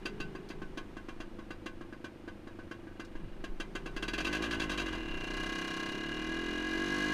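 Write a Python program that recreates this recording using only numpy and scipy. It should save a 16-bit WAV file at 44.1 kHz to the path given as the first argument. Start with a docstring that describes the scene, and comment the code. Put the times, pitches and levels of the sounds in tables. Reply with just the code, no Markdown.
"""Two-stroke motorcycle pulling away

A single cylinder, heard from the rider's helmet. It coasts at idle, firing only every few turns
(ring, ding, ding), takes a blip of throttle in bursts of firings, then pulls away evenly.
Every crank turn puffs the exhaust; firings ring the thin pipe shell and the cooling fins.
Light wind rumbles underneath, with a faint whine, two small rattles and one low sliding tone."""
import sys
import numpy as np
from scipy import signal
from scipy.fft import rfft, irfft, next_fast_len
from scipy.io import wavfile
from scipy.ndimage import uniform_filter1d

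SR = 44100
rng = np.random.default_rng(int(sys.argv[2]) if len(sys.argv) > 2 else 0)


def wav_record(signal):
    """Record a signal, one row per channel, as 16-bit PCM in the file named by sys.argv[1]."""
    frames = np.transpose(np.atleast_2d(signal))
    bounded = np.clip(frames, -1, 1)
    # unit amplitude maps onto the largest positive 16-bit level
    quanta = np.round(bounded * 32767).astype(np.int16)
    wavfile.write(sys.argv[1], SR, quanta)


N = 314433
T = np.arange(N) / SR
SIZE = next_fast_len(N + SR)
FREQ = np.maximum(np.arange(SIZE // 2 + 1) * SR / SIZE, 1)
# bands in which the layers' levels are set: low_hz, high_hz
PUFF_BAND, RING_BAND, HISS_BAND = (200, 480), (900, 3300), (3300, 9000)
BANG_BAND, CRACK_BAND, NOTE_BAND = (900, 2200), (2200, 9000), (400, 4000)
BUFFET_BAND, RUSH_BAND = (12, 32), (65, 170)
CRUISE_HZ, FULL_FIRING_DB = 35, -40
HIT_SIZE = np.sqrt(.02 * SR)  # an impulse with the energy of 20 ms at unit rms


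def undb(db):
    """Decibels to gain."""
    return 10 ** (np.asarray(db) / 20)


def curve(table, t):
    """Value at the times t of an envelope of (time_s, value) points."""
    return np.interp(t, *np.transpose(table))


def colour(points):
    """Gain at every frequency from (freq_hz, level_db) points."""
    hz, db = np.transpose(points)
    return undb(np.interp(np.log(FREQ), np.log(hz), db))


def peak(hz, width_hz):
    """Gain of one resonance, 1 at its centre."""
    return 1 / np.sqrt(1 + ((FREQ ** 2 - hz ** 2) / (FREQ * width_hz)) ** 2)


def above(hz):
    """Gain of a steep high-pass."""
    return 1 / np.sqrt(1 + (hz / FREQ) ** 12)


def unit(gain, band):
    """Scale a response so that unit white noise comes out with unit rms inside the band."""
    return gain / np.sqrt(np.mean(gain ** 2 * ((FREQ > band[0]) & (FREQ < band[1]))))


def resonate(x, gain):
    """Causal filter with this gain: narrow peaks ring on after a blow."""
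    cepstrum = irfft(np.log(gain + 1e-9), SIZE)
    cepstrum[1:SIZE // 2] *= 2
    cepstrum[SIZE // 2 + 1:] = 0
    return irfft(rfft(x, SIZE) * np.exp(rfft(cepstrum)), SIZE)[:N]


def pulses(times, sizes):
    """One impulse at each time."""
    inside = (times >= 0) & (times < T[-1])
    return np.bincount((times[inside] * SR).astype(int), sizes[inside], N)


def gas(times, sizes, rise_s, decay_s):
    """A burst of turbulent noise after each time, with the energy of an impulse of that size."""
    t = T[:SR // 4]
    power = ((1 - np.exp(-(t / rise_s) ** 2)) * np.exp(-t / decay_s)) ** 2
    envelope = signal.fftconvolve(pulses(times, sizes ** 2), power / power.sum())[:N]
    return np.sqrt(np.maximum(envelope, 0)) * rng.standard_normal(N)


def disperse(x, spread_s, step_hz):
    """Smear each blow alike: every frequency has its own delay, as in bending waves in sheet metal."""
    delay = spread_s * np.interp(FREQ / step_hz, np.arange(512), rng.random(512))
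    return irfft(rfft(x, SIZE) * np.exp(-2j * np.pi * np.cumsum(delay) * SR / SIZE), SIZE)[:N]


def turn_db(effort, hz, cruise_db, per_effort, per_octave):
    """Level of an ordinary turn: it follows effort and crank speed from its value in a steady cruise."""
    return cruise_db + per_effort * effort + per_octave * np.log2(hz / CRUISE_HZ)


# the revs, from idle through the blip to pulling away: time_s, turns_hz
CRANK_SPEED = [(0.0, 26.11), (1.5, 26.14), (3.5, 24.44), (3.95, 29.12), (4.2, 44.58), (4.48, 58.23),
               (4.65, 52.21), (4.92, 44.63), (5.19, 29.42), (5.48, 32.99), (5.85, 32.5), (6.17, 39.09),
               (6.6, 44.31), (7.13, 51.98)]

def crank():
    """Crank angle in turns, nudged so that the listed firings fall near whole turns."""
    angle = np.cumsum(curve(CRANK_SPEED, T)) / SR
    times = np.transpose(HARD_FIRINGS)[0]
    at_firing = np.interp(times, T, angle)
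    whole_turns = np.cumsum(np.round(np.diff(at_firing, prepend=0)))
    lead = np.interp(T, times, whole_turns - at_firing)
    return angle + uniform_filter1d(lead, size=SR // 9)  # the nudges are spread smoothly over about a tenth of a second


# tone of the exhaust outlet: freq_hz, relative_db
EXHAUST_EQ = [(30, -24), (80, -23), (120, -10.5), (165, -14.5), (222, -4.5), (262, 0), (325, 5.5),
              (375, -4), (450, -15.5), (495, -6.5), (555, -32.5), (620, -14), (750, -17.5), (900, -27),
              (3000, -38), (12000, -70)]

def exhaust(times, sizes, hz):
    """Each turn sends a pressure pulse down the pipe; its reflection is strongest at middling revs."""
    reflected = np.interp(hz, [28, 31.7, 39.7, 53.4], [.072, .15, .38, .033])
    blow = pulses(times + .00175, sizes) + pulses(times + .01085, sizes * reflected)
    flutter = .07 * gas(times, sizes, rise_s=.003, decay_s=.012)
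    swell = uniform_filter1d(blow, size=12)  # the port takes a moment to open
    return resonate(swell + flutter, unit(colour(EXHAUST_EQ), PUFF_BAND))


# the rider's head, 0 upright to 1 bowed over the tank: time_s, bow_fraction
HEAD_BOW = [(0, 0.97), (.55, 0.85), (.9, 0.54), (1.4, 0.08), (3.05, 0.02), (3.6, 0.69), (4.1, 0.88),
            (5.0, 0.71), (5.7, 0.87)]
# tone of the drone with the head up: freq_hz, relative_db
HEAD_UP_EQ = [(40, -38.5), (88, 8), (130, -9), (160, -30), (195, 5), (240, -10), (300, 0.5), (345, 3),
              (400, -24.5), (500, -4), (800, -28), (2000, -40), (6000, -91)]
# tone of the drone with the head bowed: freq_hz, relative_db
HEAD_DOWN_EQ = [(40, -53), (88, -11), (135, 0), (185, 4), (240, -10.5), (320, -16), (375, 5), (425, -1),
                (480, -27), (800, -25.5), (2000, -53), (6000, -86)]

def piston_drone(times, hz):
    """The piston pumps air, down and up: a soft drone whose level and colour follow the rider's head."""
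    head_up_db, bowed_boost_db = -57, 8
    level_db = head_up_db + bowed_boost_db * curve(HEAD_BOW, times) + rng.standard_normal(len(times))
    sizes = undb(level_db) * np.sqrt(SR / hz)
    strokes = pulses(times + .003894, sizes) + .5 * pulses(times + .47 / hz, sizes)
    air = .7 * disperse(strokes, spread_s=.022, step_hz=90)
    air += .55 * gas(times, sizes, rise_s=.008, decay_s=.04)
    up, down = (resonate(air, unit(colour(eq), PUFF_BAND)) for eq in (HEAD_UP_EQ, HEAD_DOWN_EQ))
    bowed = curve(HEAD_BOW, T)
    return (1 - bowed) * up + bowed * down


# ringing modes of the pipe shell and fins: pitch_hz, width_hz, hard_firing_db, even_running_db
METAL_MODES = [(975.4, 14.7, -5, -9), (1078.5, 23.4, 1.5, -4.5), (1195, 33, -4.5, -13.5),
               (1371, 14, -7.5, -11.5), (1516, 18.3, 3, -7.5), (1623, 55, -1, -5), (1659, 18, -1, -11),
               (1880, 110, -21.5, -37), (2048, 16.7, -2.5, -9), (2388, 20.7, -0.5, -8.5),
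               (2500, 6.9, -26, -8.5), (2560, 18, -7.5, -22), (2744, 29, 1.5, -26), (2865, 62, -6, -7.5),
               (3113, 49, -4, -38), (3325, 170, -8, -18.5), (3850, 30, -5.5, -13), (4130, 270, -19, -20),
               (4780, 40, -8, -20.5), (5570, 17, -44, -19), (6250, 390, -19.5, -26.5)]
# the bed of dense, weak modes between them: freq_hz, relative_db
SHELL_EQ = [(200, -73.5), (450, -12.5), (620, -12.5), (750, -12.5), (870, -25), (1150, -33), (2000, -15.5),
            (3200, -23), (3560, -46), (4000, -20), (5200, -23), (6900, -26.5), (7900, -32), (10000, -32.5),
            (12500, -43), (15000, -45)]

def metal(mode_db, dense_db, split_hz):
    """Response of shell and fins, parted into the ring below the split and the sizzle above it."""
    power = (undb(dense_db) * colour(SHELL_EQ)) ** 2
    for (hz, width_hz, *_), db in zip(METAL_MODES, mode_db):
        skirt = (1 + (FREQ / (2 * hz)) ** 4) * (1 + (hz / (2 * FREQ)) ** 4)
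        power = power + (undb(db) * peak(hz, width_hz)) ** 2 / skirt
    high = above(split_hz) ** 2
    return np.sqrt(power * (1 - high)), np.sqrt(power * high)


def clatter(times, ring, hiss, idling):
    """Soft, even combustion: knocks and rushing gas keep the metal ringing; at idle the hiss blurs."""
    low, high = metal([db for *_, db in METAL_MODES], dense_db=-7.5, split_hz=3530)
    low, high = unit(low, RING_BAND), unit(high, HISS_BAND)
    crisp = hiss * (1 - idling)
    knock = disperse(pulses(times + .003, ring), spread_s=.02, step_hz=110)
    rush = gas(times + .01, ring, rise_s=.018, decay_s=.014)
    sizzle = gas(times - .001, crisp, rise_s=.0075, decay_s=.017)
    sizzle += gas(times, hiss * idling, rise_s=.014, decay_s=.05)
    tick = disperse(pulses(times + .001035, crisp), spread_s=.014, step_hz=131.25)
    body = .9 * resonate(knock, low) + .35 * resonate(rush, low * above(1000))
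    return body + resonate(.74 * sizzle + .66 * tick, high)


# fader for the sub-bass throb: time_s, level_db
THROB_LEVEL = [(0, -51), (2.5, -64.5), (3.6, -47.5), (4.1, -45.5), (4.5, -47.5), (4.85, -45.5),
               (5.4, -43.5), (5.8, -60), (6.15, -49.5), (7.13, -50.5)]

def throb(angle):
    """A deep pulse, one cycle for each turn of the crank."""
    return np.sqrt(2) * undb(curve(THROB_LEVEL, T)) * np.sin(2 * np.pi * angle)


# tone of the buffeting: freq_hz, relative_db
BUFFET_EQ = [(5, -17.5), (12, 2.5), (25, -10), (45, -16.5), (80, -29), (300, -80)]
# gusts on the helmet: peak_s, half_length_s, level_db
WIND_GUSTS = [(.25, 0.087, -44), (.66, 0.1, -48.5), (1.237, 0.59, -52), (3.24, 0.15, -43.5),
              (3.503, 0.11, -39.5), (3.964, 0.045, -48), (5.16, 0.091, -45.5), (6.768, .04, -54)]
# tone of the air and tyre rush: freq_hz, relative_db
RUSH_EQ = [(25, -5), (55, -11.5), (88, 0), (125, -6.5), (190, -7.5), (350, -9), (480, -14), (1000, -16),
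           (2500, -23), (7000, -39), (15000, -52.5)]
# fader for the rush: time_s, level_db
RUSH_LEVEL = [(0, -58), (2, -61.5), (3.5, -60.5), (4.5, -52), (5.5, -57.5), (7.13, -70)]

def wind():
    """Slow buffeting on the helmet, swelling in gusts, and the broad rush of air and tyres."""
    lull_db, swing_db, swing_s = -57, 1, .37
    buffet = resonate(rng.standard_normal(N), unit(colour(BUFFET_EQ), BUFFET_BAND))
    rush = resonate(rng.standard_normal(N), unit(colour(RUSH_EQ), RUSH_BAND))
    wander = np.interp(T / swing_s, np.arange(128), rng.standard_normal(128))
    lull = undb(lull_db - swing_db * wander)
    gusts = sum(undb(db) * np.exp(-((T - s) / half_s) ** 2) for s, half_s, db in WIND_GUSTS)
    return np.hypot(lull, gusts) * buffet + undb(curve(RUSH_LEVEL, T)) * rush


# thin tones on top of the mix: pitch_hz, level_db
WHINE_TONES = [(8780, -85.5), (11719, -88.5)]

def whine():
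    """Two faint, steady high tones."""
    return sum(np.sqrt(2) * undb(db) * np.sin(2 * np.pi * hz * T) for hz, db in WHINE_TONES)


# hard hits, each after unburnt charge has built up: start_s, strength_db, turns_in_a_row
HARD_FIRINGS = [(0.053, -39, 1), (.2, -40.5, 1), (.349, -47.5, 1), (.5, -45.5, 1), (.616, -48.5, 1),
                (0.772, -43.5, 1), (.966, -48.5, 1), (1.084, -47, 1), (1.201, -45.5, 1), (1.386, -52, 1),
                (1.504, -47, 1), (1.658, -44, 1), (1.808, -51, 1), (1.924, -51.5, 1), (2.041, -45.5, 1),
                (2.276, -49, 1), (2.469, -51, 1), (2.587, -53, 1), (2.71, -47, 1), (2.868, -56, 1),
                (2.995, -45.5, 1), (3.151, -51.5, 1), (3.438, -44, 1), (3.598, -41, 1), (3.751, -41, 1),
                (3.858, -43.5, 1), (3.963, -41.5, 1), (4.025, -39, 1), (4.081, -39, 1), (4.135, -38.6, 1),
                (4.181, -38.5, 2), (4.248, -38, 2), (4.329, -38, 3), (4.423, -39, 3), (4.511, -39, 3),
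                (4.6, -38.5, 3), (4.697, -39, 3), (4.777, -38.5, 3), (4.861, -42.5, 2), (4.927, -43.5, 2)]

def firings():
    """Time and strength (dB) of each hard firing: a burst fades turn by turn as the charge is used up."""
    return np.transpose([(start_s + turn / curve(CRANK_SPEED, start_s), db - turn ** 2)
                         for start_s, db, count in HARD_FIRINGS for turn in range(round(count))])


# fins that ping out when the head is bowed close over them: pitch_hz, width_hz, gain_db
FIN_PINGS = [(1499, 57, 6), (2624, 140, 13.5), (4728, 177, 9)]

def bangs():
    """A hard firing slams the shell and the modes ring; the crack of escaping gas swells just after."""
    times, strength = firings()
    ring = undb(strength) * HIT_SIZE
    crack = undb(-40.5 + 1.88 * (strength - FULL_FIRING_DB)) * HIT_SIZE  # harder hits are brighter
    # the port opens sooner after the spark when the crank turns fast
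    port_s = times - .007 + .19 / curve(CRANK_SPEED, times)
    low, high = metal([db for _, _, db, _ in METAL_MODES], dense_db=.5, split_hz=1890)
    slam = disperse(pulses(port_s + .001917, ring), spread_s=.011, step_hz=197)
    blast = gas(port_s - .001, ring, rise_s=.0014, decay_s=.02)
    spit = gas(port_s - .0015, crack, rise_s=.0051, decay_s=.014)
    bang = resonate(.48 * slam + .97 * blast, unit(low, BANG_BAND) * above(450))
    bang += resonate(spit, unit(high, CRACK_BAND))
    ping = resonate(bang, sum(undb(db) * peak(hz, width_hz) ** 2 for hz, width_hz, db in FIN_PINGS))
    close = curve(HEAD_BOW, T) ** 4
    return bang * (1 - .44 * close) + ping * close


# small ticks of loose parts: start_s, level_db
RATTLE_HITS = [(.487, -58), (3.046, -62)]

def rattles():
    """A loose part ticks now and then: a short, bright burst of noise."""
    times, db = np.transpose(RATTLE_HITS)
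    ticks = gas(times, undb(db) * HIT_SIZE, rise_s=.002, decay_s=.011)
    return resonate(ticks, unit(peak(hz=4240, width_hz=3300) ** 2, CRACK_BAND))


def slide(start_s=3.195, length_s=.107, from_hz=230, to_hz=81, level_db=-47.5):
    """A faint low tone swells and fades as its pitch drops."""
    progress = np.clip((T - start_s) / length_s, 0, 1)
    hz = from_hz * (to_hz / from_hz) ** progress
    envelope = np.sqrt(2) * undb(level_db) * np.sin(np.pi * progress)
    return envelope * np.sin(2 * np.pi * np.cumsum(hz) / SR)


# exhaust pipe resonances (two higher ones of a series about 125 Hz apart) and fins that hold a note in even
# running: pitch_hz, width_hz, delay_s, cruise_db, db_per_effort_db, db_per_rev_octave
PIPE_AND_FIN_NOTES = [(615, 27, 0.00393, -57.5, 0.1, -6.5), (749, 46, 0.00406, -57.5, 1, -2),
                      (1088, 18.06, .003, -64.5, 7, -20), (1653, 18.4, 0.00301, -45.5, 1.64, 7.5),
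                      (2040, 15, 0.003055, -58, 1.3, 9), (2745, 11, .004, -54.5, -0.7, -13),
                      (2849, 44, .007, -52, 0.5, -1)]

def singing_pipe_and_fins(times, burn, effort, hz):
    """Under load, every turn excites the pipe resonances and the fins again, so they hold their notes."""
    drive = burn * np.interp(effort, [-13, -6], [0, 1])  # fades in as the engine starts to pull
    notes = np.zeros(N)
    for pitch_hz, width_hz, delay_s, *response in PIPE_AND_FIN_NOTES:
        knock_s = times + delay_s
        sizes = drive * undb(turn_db(effort, hz, *response))
        knocks = pulses(knock_s, sizes) + .38 * gas(knock_s, sizes, rise_s=.005, decay_s=.022)
        resonance = peak(pitch_hz, width_hz) * peak(pitch_hz, 3.5 * width_hz)
        notes += resonate(knocks, .93 * unit(resonance, NOTE_BAND))
    return notes


# how hard the ordinary turns burn, 0 for a steady pull: time_s, effort_db
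ENGINE_EFFORT = [(0, -18), (.8, -28), (2.6, -26.5), (3.25, -19.5), (3.75, -31), (4.15, -28), (4.3, -1.5),
                 (4.7, -9), (4.9, -4), (5.05, -4.5), (5.36, 0.5), (5.75, 1.14), (6.05, -1.2), (6.65, 0.25),
                 (7.0, 3.5), (7.13, 3)]

def engine():
    """The crank times the ordinary turns; hard firings sound at their listed times."""
    angle = crank()
    times = np.interp(np.arange(int(angle[-1]) + 1), angle, T)
    time_jitter, puff_jitter, burn_jitter, hiss_jitter = rng.standard_normal((len(times), 4)).T
    hz, effort = curve(CRANK_SPEED, times), curve(ENGINE_EFFORT, times)
    idling = np.clip((30 - hz) / 3, 0, 1)
    times = times + (.00003 + .0005 * idling) * time_jitter  # a coasting crank turns less evenly
    turn_size = np.sqrt(SR / hz)  # an impulse with the energy of one turn at unit rms

    puff_db = turn_db(effort, hz, cruise_db=-42.5, per_effort=.5, per_octave=8.8)
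    puff_db = np.maximum(puff_db, -53.5)  # the piston pumps this much even without burning
    puff = turn_size * undb(puff_db + (idling - .67) * puff_jitter)
    fired_s, strength = firings()
    fired_turns = np.round(np.interp(fired_s, T, angle)).astype(int)
    puff[fired_turns] = undb(-40.5 + .36 * (strength - FULL_FIRING_DB)) * HIT_SIZE

    burn = turn_size * undb(.5 * burn_jitter)
    ring = burn * undb(turn_db(effort, hz, cruise_db=-43.5, per_effort=1, per_octave=.38))
    hiss_db = turn_db(effort, hz, cruise_db=-53.5, per_effort=2.07, per_octave=-2.5)
    hiss = burn * undb(hiss_db + .5 * hiss_jitter)
    notes = singing_pipe_and_fins(times, burn, effort, hz)
    low_end = exhaust(times, puff, hz) + piston_drone(times, hz) + throb(angle)
    return low_end + clatter(times, ring, hiss, idling) + bangs() + notes


def scene():
    """Open road in mono: no walls and no echo."""
    return (engine() + rattles() + wind() + slide() + whine())[None]


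def record(dry):
    """A steep low-pass trims the very top."""
    top_hz = 15300
    return signal.sosfilt(signal.ellip(10, .2, 80, top_hz, fs=SR, output="sos"), dry)


dry = scene()
out = record(dry)
wav_record(out)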